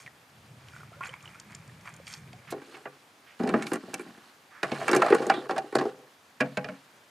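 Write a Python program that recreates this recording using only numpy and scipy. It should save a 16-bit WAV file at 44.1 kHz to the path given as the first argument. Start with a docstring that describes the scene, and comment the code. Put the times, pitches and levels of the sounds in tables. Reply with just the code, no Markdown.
"""A river hisses softly throughout: bands of noise. At first a breeze rumbles on the microphone as low noise,
boots shift in wet gravel (grains exciting stone resonances), drops ring as bubbles with rising pitch,
and single pebbles click as puffs of noise. Then, on a bamboo raft, big mussel shells slide (swelling hiss)
and knock in a plastic bucket and tumble onto a wooden board: runs of contacts strike the modes of bucket,
board and shells. The last knocks ring the emptied bucket."""
import sys
import numpy as np
from scipy import signal
from scipy.io import wavfile

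SR = 44100
rng = np.random.default_rng(int(sys.argv[2]) if len(sys.argv) > 2 else 0)


def pcm_store(signal):
    """Save signal as 16-bit PCM."""
    levels = np.round(np.clip(np.atleast_2d(signal), -1, 1) * 32767)
    wavfile.write(sys.argv[1], SR, levels.astype(np.int16).T)


N = 313096

# Ends of the handling stages in seconds: lifted, tilted on the knee, rim on the board, pouring;
# after the last the bucket is swung away empty.
STAGE_ENDS = (3.1, 4.4, 4.85, 6.2)


def from_db(db):
    """Logarithmic level: decibels become an amplitude gain."""
    return 10 ** (np.asarray(db) / 20)


def rms_one(x):
    """Normalisation: the signal is scaled to an rms of 1."""
    return x / np.sqrt(np.mean(x ** 2) + 1e-20)


def gains(tables):
    """Level envelopes: dB columns are interpolated in time and become gains, all but silent outside each table."""
    t = np.arange(N) / SR
    total = 0
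    for table in tables:
        s, *columns = np.transpose(table)
        total = total + np.array([from_db(np.interp(t, s, column, -120, -120)) for column in columns])
    return total


def at_hz(points, hz):
    """Spectral interpolation: a curve is read on a log-frequency axis."""
    table_hz, values = np.array(points)[:, 0], np.array(points)[:, 1]
    return np.interp(np.log(hz), np.log(table_hz), values)


def sides(balance_db):
    """Intensity stereo: a level difference, left over right, becomes two gains."""
    return from_db(np.array([[.5], [-.5]]) * balance_db)


def band_pass(x, order, band_hz):
    """Band limitation: only the range between two frequencies passes."""
    return signal.sosfilt(signal.butter(order, band_hz, "band", fs=SR, output="sos"), x)


def resonance(x, hz, width_hz):
    """Driven resonator: a two-pole band-pass of gain 1 at its top."""
    r = np.exp(-np.pi * width_hz / SR)
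    return signal.lfilter(np.array([1, 0, -1]) * (1 - r * r) / 2, [1, -2 * r * np.cos(2 * np.pi * hz / SR), r * r], x)


def ring(clicks, hz, t60):
    """Impulse response of a damped mode: a unit click starts a dying sine of initial height 1."""
    r = from_db(-60 / (max(t60, .001) * SR))
    w = 2 * np.pi * hz / SR
    return signal.lfilter([0, np.sin(w)], [1, -2 * r * np.cos(w), r * r], clicks + 1e-18)


def touches(per_s, uneven_db):
    """Poisson-like contacts: random sample indices and signed sizes of rms 1."""
    at = np.flatnonzero(rng.random(N) < per_s / SR)
    sizes = from_db(uneven_db * np.minimum(rng.exponential(1, N), 4)) * rng.choice([-1, 1], N)
    return at, rms_one(sizes[at])


def drift(rate):
    """Low-passed noise: a slow random curve of rms 1, its bandwidth set by the rate in Hz."""
    step = 40   # samples between computed points
    r = np.exp(-2 * np.pi * step * rate / SR)
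    slow = signal.lfilter([1], [1, -2 * r, r * r], rng.standard_normal(N // step + 2002))[2000:]
    return np.interp(np.arange(N) / step, np.arange(len(slow)), rms_one(slow))


def banded_noise(spectrum, top_hz, patchy_db, rate):
    """Partly coherent noise: half-octave bands with own level, flicker and left-right likeness; rms 1."""
    # Left-right likeness. Each row: frequency in Hz, correlation of the sides (1 is alike).
    likeness = [(60, 0.99), (180, 1), (550, 0.98), (1650, 0.42), (4970, 0.76), (15000, 0.79)]
    out, together = 0, drift(rate / 4)
    edges = 28 * 2 ** np.arange(0, 9.6, .5)
    white = rng.standard_normal((2, 2, N))
    for k, low in enumerate(edges[edges < top_hz]):
        # neighbouring bands use different noise
        mid, side = band_pass(white[k % 2], 2, [low, min(low * np.sqrt(2), .45 * SR)])
        hz = low * 2 ** .25
        alike = np.clip(at_hz(likeness, hz), -1, 1)
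        gain = from_db(at_hz(spectrum, hz) + patchy_db * (.5 * together + drift(rate)))
        out = out + gain * (np.sqrt(1 + alike) * mid + np.sqrt(1 - alike) * side * [[1], [-1]])
    return rms_one(out)


def river():
    """Broadband flow noise: a soft hiss whose bands flicker slightly."""
    # River spectrum. Each row: frequency in Hz, level in dB per Hz (relative).
    river_colour = [(40, -48), (101, -8.5), (198, -10), (275, -7), (476, -12), (567, -7), (1430, -8),
                    (3800, -15.5), (14700, -28), (15800, -53)]
    return from_db(-58) * banded_noise(river_colour, top_hz=16000, patchy_db=.9, rate=24)


def breeze():
    """Wind noise: low-frequency pressure flutter at the microphone, rising and falling in gusts."""
    # Gust envelope. Each row: time in seconds, level in dB.
    gusts = [(0.0, -58.5), (0.17, -72), (0.5, -54), (1.44, -57.5), (1.46, -50.5), (2.01, -54),
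             (2.29, -49.5), (2.47, -60.5), (2.51, -48), (2.7, -86)]
    # Wind spectrum. Each row: frequency in Hz, level in dB per Hz (relative).
    wind_colour = [(15, -61), (25, -25), (49, -13), (107, 4), (154, 6.5), (307, -27.5), (425, -7),
                   (500, -17)]
    return gains([gusts])[0] * banded_noise(wind_colour, top_hz=500, patchy_db=2.5, rate=23.0)


def tread():
    """Exponential pressing and release: crunch and grit gains swell, hold and fade over a faint shuffle."""
    # Boots pressing into wet gravel. Each row: start in seconds, hold in seconds,
    # crunch in dB before the gain of the gravel, grit in dB re crunch.
    steps = [(0.0, 0.0039, -51, -2), (0.678, 0.12, -57.5, -5.5), (1.033, 0.036, -41.5, -20),
             (1.053, 0.013, -52, 1), (1.13, 0.0044, -46, -24), (1.25, 0.11, -53, -11),
             (1.51, 0.011, -50.5, -9), (1.859, 0.026, -43.5, -14), (2.077, 0.0088, -50, 1.5),
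             (2.121, 0.005, -43.5, -2.5)]
    # The stones never quite rest while the boots shift: start and end in seconds.
    shuffle_start, shuffle_end = (.6, 2.45)
    shuffle = (shuffle_start, shuffle_end - shuffle_start, -61, -12)
    press_db_per_s, lift_db_per_s = 700, 246   # swell before and fading after each hold
    t, power = np.arange(N) / SR, np.zeros((2, N))
    for s, hold, level_db, grit_db in [*steps, shuffle]:
        shape_db = -press_db_per_s * np.maximum(s - t, 0) - lift_db_per_s * np.maximum(t - s - hold, 0)
        power += from_db(np.maximum(shape_db, -200) + level_db + np.array([[0], [grit_db]])) ** 2
    return np.sqrt(power)


def gravel():
    """Granular excitation: dense grains set many short stone resonances ringing, dull crunch and bright grit."""
    out = 0
    # lowest and highest stone Hz, grains per s, cycles a stone rings down 60 dB
    layers = [(1010, 2260, 2500, 5.5), (2900, 12100, 3500, 6.4)]
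    for gain, (low_hz, high_hz, per_s, cycles) in zip(tread(), layers):
        at, sizes = touches(per_s=per_s, uneven_db=4.5)
        dealt, layer = rng.integers(0, 12, len(at)), 0
        for k, hz in enumerate(np.geomspace(low_hz, high_hz, 12)):
            clicks = np.zeros(N)
            clicks[at[dealt == k]] = sizes[dealt == k]
            # small stones ring briefly but sharply
            layer = layer + (hz / low_hz) ** 1.12 * ring(clicks, hz, cycles / hz)
        out = out + gain * rms_one(band_pass(layer, 2, [low_hz * .7, high_hz * 1.15]))
    return from_db(1.5) * out


def drips():
    """Bubble resonance: a drop traps a bubble whose pitch rises as it dies; the broken surface roughens it."""
    # Drops and small splashes. Each row: start in seconds, bubble level in dB before the bank filter,
    # starting pitch in Hz, decay by 60 dB in seconds (at least 0.004 s is used).
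    drops = [(0.063, -34, 2350, 0.013), (0.069, -36, 2040, 0.016), (0.077, -34.5, 1870, 0.024),
             (0.736, -45, 1420, 0.069), (0.764, -36.5, 1450, 0.025), (0.807, -43, 1400, 0.054),
             (0.833, -35.5, 1240, 0.014), (0.919, -46, 677, 0.069), (0.931, -49, 1310, 0.18),
             (0.968, -51.5, 548, 0.14), (1.008, -31.5, 1045, 0.12), (1.089, -45.5, 500, 0.11),
             (1.037, -32, 2500, 0.027), (1.044, -34, 2450, 0.021), (1.011, -31.5, 1370, 0.069),
             (1.055, -35, 1450, 0.02), (1.066, -41, 4200, .015), (1.07, -40, 7050, 0.016),
             (1.075, -42, 7040, 0.013), (1.093, -36.5, 3010, 0.03), (1.139, -30.5, 2230, 0.017),
             (1.14, -35.5, 1020, 0.022), (1.24, -47.5, 1150, 0.066), (1.257, -36.5, 3000, 0.02),
             (1.277, -38.5, 2900, 0.022), (1.351, -45, 1360, 0.061), (1.697, -47, 1810, 0.03),
             (2.0, -40, 530, 0.037), (2.335, -43, 703, 0.067)]
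    out, t = np.zeros(N), np.arange(4000) / SR
    for (s, level_db, hz, t60), noise in zip(drops, rng.standard_normal((len(drops), 4000))):
        rough = 1 + 0.035 * rms_one(signal.lfilter([1], [1, -.9], noise))
        bubble = np.sin(2 * np.pi * hz * t * (1 + 1.66 * t))
        # a 6 ms tick, 15 dB below the bubble, as the drop breaks the surface
        tick = from_db(level_db - 15 - 60 * t / .006) * noise
        i = round(s * SR)
        out[i:i + 4000] += tick + from_db(level_db - 60 * t / max(t60, .004)) * rough * bubble
    return out


def pebbles():
    """Damped impact noise: each click is a puff of noise a few ms long around the stone's pitch."""
    # Single pebbles. Each row: start in seconds, peak in dB before the bank colouring, centre in Hz.
    clicks = [(0.065, -43.5, 3100), (0.685, -37.5, 3420), (1.14, -44, 2570), (1.207, -43, 2480),
              (1.226, -41, 7240), (1.399, -31.5, 6330), (1.521, -45, 2450), (1.549, -28.5, 6700),
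              (1.6775, -43, 7340), (1.81, -50, 5200), (1.939, -37, 6000), (1.964, -38.5, 9300),
              (2.069, -32.5, 3300), (2.0771, -32.5, 2420), (2.107, -38, 2520), (2.138, -25.5, 4370),
              (2.177, -43, 7090), (2.3302, -37.5, 2780)]
    out = np.zeros(N)
    for (s, level_db, hz), puff in zip(clicks, rng.standard_normal((len(clicks), 1200))):
        puff = puff * from_db(-60 * np.arange(1200) / SR / 0.019)   # 60 dB in 19 ms
        puff = band_pass(puff, 1, [hz / 1.31, min(hz * 1.25, 18000)])
        i = round(s * SR)
        out[i:i + 1200] += from_db(level_db) * puff / np.abs(puff).max()
    return out


def bank_colour(x):
    """Parallel resonators: fixed pitches stand out of the stone sounds from the bank."""
    # Resonance pitches in Hz, their shared width in Hz, their gain in dB.
    peaks_hz, width_hz, peak_db = (2390, 3230, 4580, 5460, 6370, 7120, 8420), 245, -0.5
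    return x / 2 + from_db(peak_db) * sum(resonance(x, hz, width_hz) for hz in peaks_hz)


def slides():
    """Friction noise: a shell sliding along plastic hisses around one broad resonance, swelling and fading."""
    # Sliding shells. Each row: start in seconds, length in seconds, centre in Hz, width in octaves,
    # level in dB before the swell.
    strokes = [(2.472, 0.083, 1550, 1.35, -49), (2.504, 0.025, 3500, 3.5, -44), (3.263, 0.12, 1880, 1, -56),
               (4.505, 0.23, 1460, 0.83, -53), (3.66, .09, 7900, 1, -56.5),
               (4.003, 0.036, 8800, 0.49, -58.5), (5.321, 0.11, 3540, 0.26, -46)]
    out = np.zeros(N)
    for (s, length, hz, octaves, level_db), hiss in zip(strokes, rng.standard_normal((len(strokes), SR // 4))):
        half_width = 2 ** (octaves / 2)
        hiss = rms_one(band_pass(hiss, 2, [hz / half_width, min(hz * half_width, 16000)]))
        n, i = min(int(length * SR), SR // 4), round(s * SR)
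        swell = np.sin(np.pi * np.sqrt(np.arange(n) / n))
        out[i:i + n] += from_db(level_db) * swell * hiss[:n]
    return out


def stage(s):
    """Changing boundary conditions: the six stage columns at given times."""
    # One row per handling stage. Each row: boom in dB re knock, boom pitch in Hz, low rattle pitch in Hz,
    # clacking rattle pitch in Hz and level in dB, octaves of board modes a knock reaches.
    stage_rows = [(-32, 127, 423, 1700, 3.5, 0.34), (-25.5, 188, 280, 1540, 5, 0.55),
                  (-17, 129, 500, 1650, 8, 0.61), (-33, 137.6, 485, 1240, 2.5, 0.26),
                  (-16.5, 147, 470, 1850, 5.5, 0.29)]
    return np.moveaxis(np.array(stage_rows)[np.searchsorted(STAGE_ENDS, s)], -1, 0)


def struck(modes, at, sizes, shell, pitches, near_hz, reach, spread_db):
    """Modal excitation: each contact drives most the modes near its spot's pitch; small shells lie higher."""
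    # Stereo place of the shells. Each row: frequency in Hz, left over right in dB.
    shell_balance = [(130, 1.5), (400, 0.5), (1000, -0.6), (2200, -4), (4500, -4), (8000, 0.3)]
    out = np.zeros((2, N))
    for hz, level_db, t60 in modes:
        off_db = np.maximum(-6 * np.nan_to_num(np.log2(hz / near_hz) / reach) ** 2, -13.5)
        strength = sizes * from_db(level_db + off_db + spread_db * rng.standard_normal(len(at)))
        rung = 0
        for k, pitch in enumerate(pitches):
            mine, clicks = shell % len(pitches) == k, np.zeros(N)
            np.add.at(clicks, at[mine], strength[mine])
            rung = rung + ring(clicks, hz * pitch, t60)
        # a mode takes a cycle or two to swell
        out += resonance(rung, hz, 0.63 * hz) * sides(at_hz(shell_balance, hz))
    return out


def rims(cycles):
    """Dense high modes: short rim resonances, evenly spread in log pitch."""
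    # Shell rim spectrum. Each row: frequency in Hz, level in dB per Hz.
    rim_colour = [(2900, -5), (3500, -8.5), (4300, -5), (5500, -10.5), (8500, -11), (11000, -18),
                  (15000, -39)]
    # wider spacing of the higher modes is made up in level
    return [(hz, at_hz(rim_colour, hz) + 10 * np.log10(hz / 3000), cycles / hz)
            for hz in np.geomspace(2900, 13500, 13)]


def shells():
    """Modal impacts: a blow is a quick dying run of contacts as the shell rocks; loose rattle fills in between."""
    # Shell blows. Each row: start in seconds, board knock in dB, shell clack and rim tick in dB re knock
    # (all before the trims below), knock, clack and tick pitch in Hz, pace of the run in ms.
    blows = [(2.522, -18, -12.5, -21.5, 500.0, 1220, 5780.0, 4),
             (2.617, -38, -2, -20, 443, 1600.0, 7720.0, 3.5), (2.742, -34, 4, -16, 990, 2520.0, 3600, 6.5),
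             (2.767, -45.5, 4.5, -6, 820, 1300, 6370, 6.5), (2.855, -24, -3, -37, 550, 1610.0, 5040.0, 4.3),
             (3.397, -14.5, -20, -41, 265, 1630.0, 8090.0, 5.1),
             (3.407, -22, -17.5, -47, 334, 1360.0, 6410.0, 3.9),
             (3.434, -16, -29, -28, 312.0, 1550.0, 4680.0, 5.2),
             (3.473, -23, -5, -15.5, 478, 2120.0, 6790.0, 5.7),
             (3.491, -18, -4, -20.5, 330, 1980, 6210.0, 4.1),
             (3.522, -21, -20, -51, 323, 1280.0, 5900.0, 7.2),
             (3.539, -10.5, -4.5, -33, 430, 1270.0, 4140.0, 4.57),
             (3.612, -38, 4, -27, 296, 1560.0, 9390.0, 3.9),
             (3.622, -28, 1.5, -4.5, 267.0, 2260.0, 7620.0, 6.8),
             (3.667, -42, 15, 8, 310.0, 2590.0, 5500, 4.8),
             (3.717, -15.5, -10, -25, 347, 1350, 5140.0, 4.4),
             (3.733, -22.5, -2, -7, 280, 1870.0, 7800.0, 7.6),
             (3.756, -24, -5.5, -13, 312, 1270.0, 8310.0, 3.02),
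             (3.833, -34, -12, -38.0, 354, 1380.0, 6470.0, 5.1),
             (3.88, -30.5, -31, -46.0, 292, 1600.0, 7680.0, 4.7),
             (3.934, -23, -12, -25, 275, 1250, 6000, 4.16), (3.941, -29, 3.5, 6.5, 380, 2640, 10000, 2.37),
             (3.994, -29, -3, -17, 333, 2000.0, 8550.0, 6),
             (4.062, -31.5, -19, -35.0, 244, 1710.0, 7120.0, 6.5),
             (4.098, -40, -22, -40, 230, 1500, 7000, 6.0), (4.176, -40.5, -9, -18, 284, 1980, 7690.0, 4.3),
             (4.63, -20, 4.5, -9.5, 500.0, 1650, 5600.0, 5.1),
             (4.717, -16.5, -4, -17, 410, 2490.0, 4000, 3.9),
             (4.813, -27, 2.5, -35.0, 613, 1810.0, 5800, 4.1),
             (4.88, -22, 10.5, -7, 610, 1840, 7420.0, 5.9),
             (4.891, -12, -6.5, -22, 360, 1790.0, 4390.0, 5.5),
             (4.913, -13.5, -5, -10, 394, 1980.0, 8350, 3.5), (4.931, -10.5, 0, -12, 365, 1720, 4630, 4.1),
             (4.949, -7, -11, -18.5, 370, 1230.0, 7880.0, 3.94),
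             (4.962, -7.5, -7.5, -13.5, 355, 2360.0, 8100, 4.33),
             (4.996, -17, -10, -31, 401.0, 1700.0, 5620.0, 4), (5.019, -12.5, 4, -15, 670, 1580, 5800, 3.7),
             (5.046, -18.5, -4, -23, 630, 1610.0, 5480.0, 4.7),
             (5.062, -22, 3, -13.5, 630, 1273, 6580.0, 5), (5.083, -21, 2, -22, 805, 1350.0, 5780.0, 4.5),
             (5.102, -11, -9.5, -24, 417, 1790.0, 6360.0, 4.1),
             (5.123, -3, -10, -37.0, 410, 1720, 3340.0, 4.7), (5.146, -12, -6, -14, 405, 1380, 8320.0, 4.2),
             (5.183, -29, 2, -16, 400.0, 2280.0, 5040.0, 4.4),
             (5.201, -15, -32, -35, 446, 1380.0, 5540.0, 3.7),
             (5.22, -16, -8, -25, 440, 1250.0, 6230.0, 4.1),
             (5.266, -14, -24, -20.5, 370, 1510.0, 8290.0, 4.5),
             (5.298, -9, 1, -15.5, 800, 1610.0, 4570.0, 4.4),
             (5.339, -19, -6, -19, 330, 1590.0, 3980.0, 5.4),
             (5.376, -18, -19, -39.0, 320, 1160.0, 4080.0, 4.3),
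             (5.494, -15, -6, -34, 813, 1400.0, 7880.0, 3.2),
             (5.509, -19, -3, -17, 398, 1530.0, 5280.0, 3.9),
             (5.562, -18.5, -4, -20, 830, 1260.0, 4950, 4.3),
             (5.58, -19.5, -5.5, -13, 800, 1910.0, 4950, 4.3),
             (5.64, -26.5, -34, -41, 353, 1550.0, 7100, 3.6), (5.725, -25, -6, -26, 416, 1200.0, 5030, 4.4),
             (5.752, -3, -10.5, -23.5, 514, 1190, 6550.0, 4.9),
             (5.785, -14, -7.5, -20, 335, 1350, 4690.0, 7.2),
             (5.811, -11, -11.5, -27.5, 493, 1300, 5300.0, 5.6),
             (5.853, -15.5, -15, -34, 388, 1110.0, 6010.0, 5.4),
             (6.404, -15, 5, -13, 500.0, 2300, 5450, 4.5),
             (6.413, -19.5, 1.5, -44, 490, 1860, 3240.0, 4.22),
             (6.458, -32, -7, -22, 500.0, 2080.0, 4530.0, 5.1),
             (6.571, -17.5, 1, -15, 560, 2150.0, 4870, 4.07),
             (6.643, -23, -3.5, -18, 560, 2200.0, 3700, 3.77),
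             (6.687, -29, 1, -19.5, 557, 2100, 3770.0, 4.05)]
    # Sliding and rattling, one curve per handling. Each row: time in seconds, low and bright rattle in dB.
    handlings = [
        [(2.52, -36.5, -72), (2.658, -57, -62.5), (2.728, -53.5, -57.5), (2.854, -59, -70), (2.97, -58, -77)],
        [(3.39, -41, -56), (3.448, -30.5, -59.5), (3.58, -32, -54.5), (3.786, -55, -61), (3.952, -47.5, -58),
         (4.136, -60.5, -64.5), (4.3, -67, -64.5)],
        [(4.63, -59, -49.5), (4.686, -47.5, -54), (4.804, -41, -48.5), (4.948, -29, -49.5), (5.068, -28, -46.5),
         (5.14, -31.5, -48), (5.47, -39, -58.5)],
        [(5.49, -26.5, -48), (5.552, -35, -61.5), (5.712, -55.5, -61.5), (5.89, -41.5, -56), (6.024, -54, -101),
         (6.08, -55, -69)],
        [(6.4, -41.5, -57), (6.448, -36.5, -63), (6.562, -62, -66), (6.594, -43, -68), (6.716, -44, -64),
         (6.82, -85.5, -68)],
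    ]
    # Modes of bucket and raft boom, wooden board, and shell bowl.
    # Each row: frequency in Hz, level in dB, decay by 60 dB in seconds.
    boom_modes, board_modes, bowl_modes = [(72, -2, 0.036), (141.2, -4.5, 0.43), (189.4, 8, 0.092),
                                           (221, 10.5, 0.12)], [(273.6, -15.5, 0.59), (312, -10, 0.15),
                                                           (363.3, 3.5, 0.058), (413.3, 2, 0.068),
                                                           (452, -0.5, 0.051), (504, -7, 0.14),
                                                           (623.3, -2, 0.094), (676, 8.5, 0.045),
                                                           (770, 3.5, 0.089), (818, -11, 0.25)], [(1124, -5.5, 0.038),
                                                                          (1242, -2, 0.018),
                                                                          (1400, -7, 0.033),
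                                                                          (1473, -12.5, 0.047),
                                                                          (1610, -3, 0.019),
                                                                          (1783, -2.5, 0.013),
                                                                          (1900, -25, 0.011),
                                                                          (2296, -5.5, 0.022),
                                                                          (2630, -12, 0.022)]
    # Hollow ring once the shells are out. Each row: frequency in Hz, level in dB, decay by 60 dB in seconds.
    hollow_modes = [(273, 3, 0.24), (468, -7, 0.084), (503, -4, 0.12), (614.6, 2, 0.081),
                    (680, -5.5, 0.086), (820, -5, 0.17), (1040, -11, .08)]
    # Pitch factors of large, middling and small shells.
    shell_sizes = (.96, 1.0, 1.045)
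    contacts = 24   # in the run of one blow

    s, knock_db, clack_db, tick_db, knock_hz, clack_hz, rim_hz, gap_ms = np.transpose(blows)[:, :, None]
    chance = rng.random((len(s), 3, contacts))
    turns = (np.cumsum(chance[:, 0], axis=1) - chance[:, 0, :1]) / 2   # time into the run, in paces
    blow_at = ((s + turns * gap_ms / 1000) * SR).astype(int).ravel()
    landing = np.eye(contacts)[2]   # the third contact, where the shell lands flat, stands out
    # the run swells briefly, then dies
    swell = np.minimum(0.73 + turns / 0.89, 1)
    signs = np.sign(chance[:, 1] - .5)
    fading = from_db(knock_db - 3.0 - 1.94 * turns + 5.0 * landing) * swell * signs
    shell = np.repeat((chance[:, 2, 0] * 3).astype(int), contacts)

    low, bright = gains(handlings)
    boom_gain, clack_gain = from_db(stage(np.arange(N) / SR)[[0, 4]])
    rattle = np.array([low * boom_gain, low, np.sqrt(low * bright) * clack_gain, bright])   # clack lies between

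    boom_db, boom_hz = stage(s)[:2]
    landing_db = 5.5 * landing - 0.2 * turns   # board and bucket answer mostly to that landing
    # later contacts are softer, so clack and tick fade faster than the knock
    # modes, pitch factors, blow dB, spot Hz, reach octaves (None: by stage), rattle dB, rattle contacts per s,
    # radiated band Hz
    bodies = [(boom_modes, [1], boom_db - 6.0 + landing_db, boom_hz, .45, 6.0, 300, [45, 400]),
              (board_modes, [1], landing_db - 16.5, knock_hz, None, -4.0, 220, [200, 1050]),
              (bowl_modes, shell_sizes, clack_db - 7.5 - 0.93 * turns, clack_hz, .7, -2.0, 350, [700, 3300]),
              (rims(cycles=30.5), shell_sizes, tick_db + 5.0 - 3.66 * turns, rim_hz, .8, -2.0, 2500, [2300, 12500])]
    out = 0
    for k, (modes, pitches, blow_db, spot_hz, reach, loose_db, per_s, band_hz) in enumerate(bodies):
        loose_at, loose = touches(per_s=per_s, uneven_db=2.0)
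        busy = rattle[k, loose_at] > 1e-5
        loose_at = loose_at[busy]
        loose = loose[busy] * from_db(loose_db) * rattle[k, loose_at]
        loose_hz = [*stage(loose_at / SR)[1:4], np.full(len(loose), np.nan)][k]   # loose ticks drive all rims

        at = np.r_[blow_at, loose_at]
        sizes = np.r_[(from_db(blow_db) * fading).ravel(), loose]
        near_hz = np.r_[np.repeat(spot_hz, contacts), loose_hz]
        reach = reach or stage(at / SR)[5]
        which_shell = np.r_[shell, loose_at]   # chance timing picks the shell of a loose contact
        spread_db = 2.5 if len(pitches) == 1 else 4.5
        # the last knocks fall on the emptied bucket instead of the board
        empty = (at > STAGE_ENDS[-1] * SR) & (modes is board_modes)
        body = struck(modes, at, sizes * ~empty, which_shell, pitches, near_hz, reach, spread_db)
        if empty.any():
            body += struck(hollow_modes, at, sizes * empty, at, pitches, near_hz, 0.63, spread_db)
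        out = out + band_pass(body, 3, band_hz)
    return out


def outdoors(x):
    """Discrete reflections: a few dull, thin echoes off raft and water, different on each side."""
    # Reflections. Each row: delay in seconds, level in dB, side (0 left, 1 right).
    reflections = [(.011, -17, 0), (.017, -17.5, 1), (0.039, -20, 0)]
    out, dull = x.copy(), band_pass(x.mean(axis=0), 1, [600, 5000])
    for s, level_db, side in reflections:
        lag = round(s * SR)
        out[int(side > .5), lag:] += from_db(level_db) * dull[:-lag]
    return out


def scene():
    """Superposition: bank a little right and dulled by distance, shells near the middle, river and breeze around."""
    bank = drips() + bank_colour(pebbles() + gravel())
    bank = signal.sosfilt(signal.butter(2, 9500, fs=SR, output="sos"), bank) * sides(-1.5)
    near = shells() + slides() * sides(-4.0)
    return outdoors(near + bank) + breeze() + river()


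def record(dry):
    """Band-limited pickup: the microphone loses the deep bass, and the top is cut."""
    dry = signal.sosfilt(signal.butter(2, 60, "high", fs=SR, output="sos"), dry)
    return signal.sosfilt(signal.cheby2(12, 60, 16300, fs=SR, output="sos"), dry)


dry = scene()
out = record(dry)
pcm_store(out)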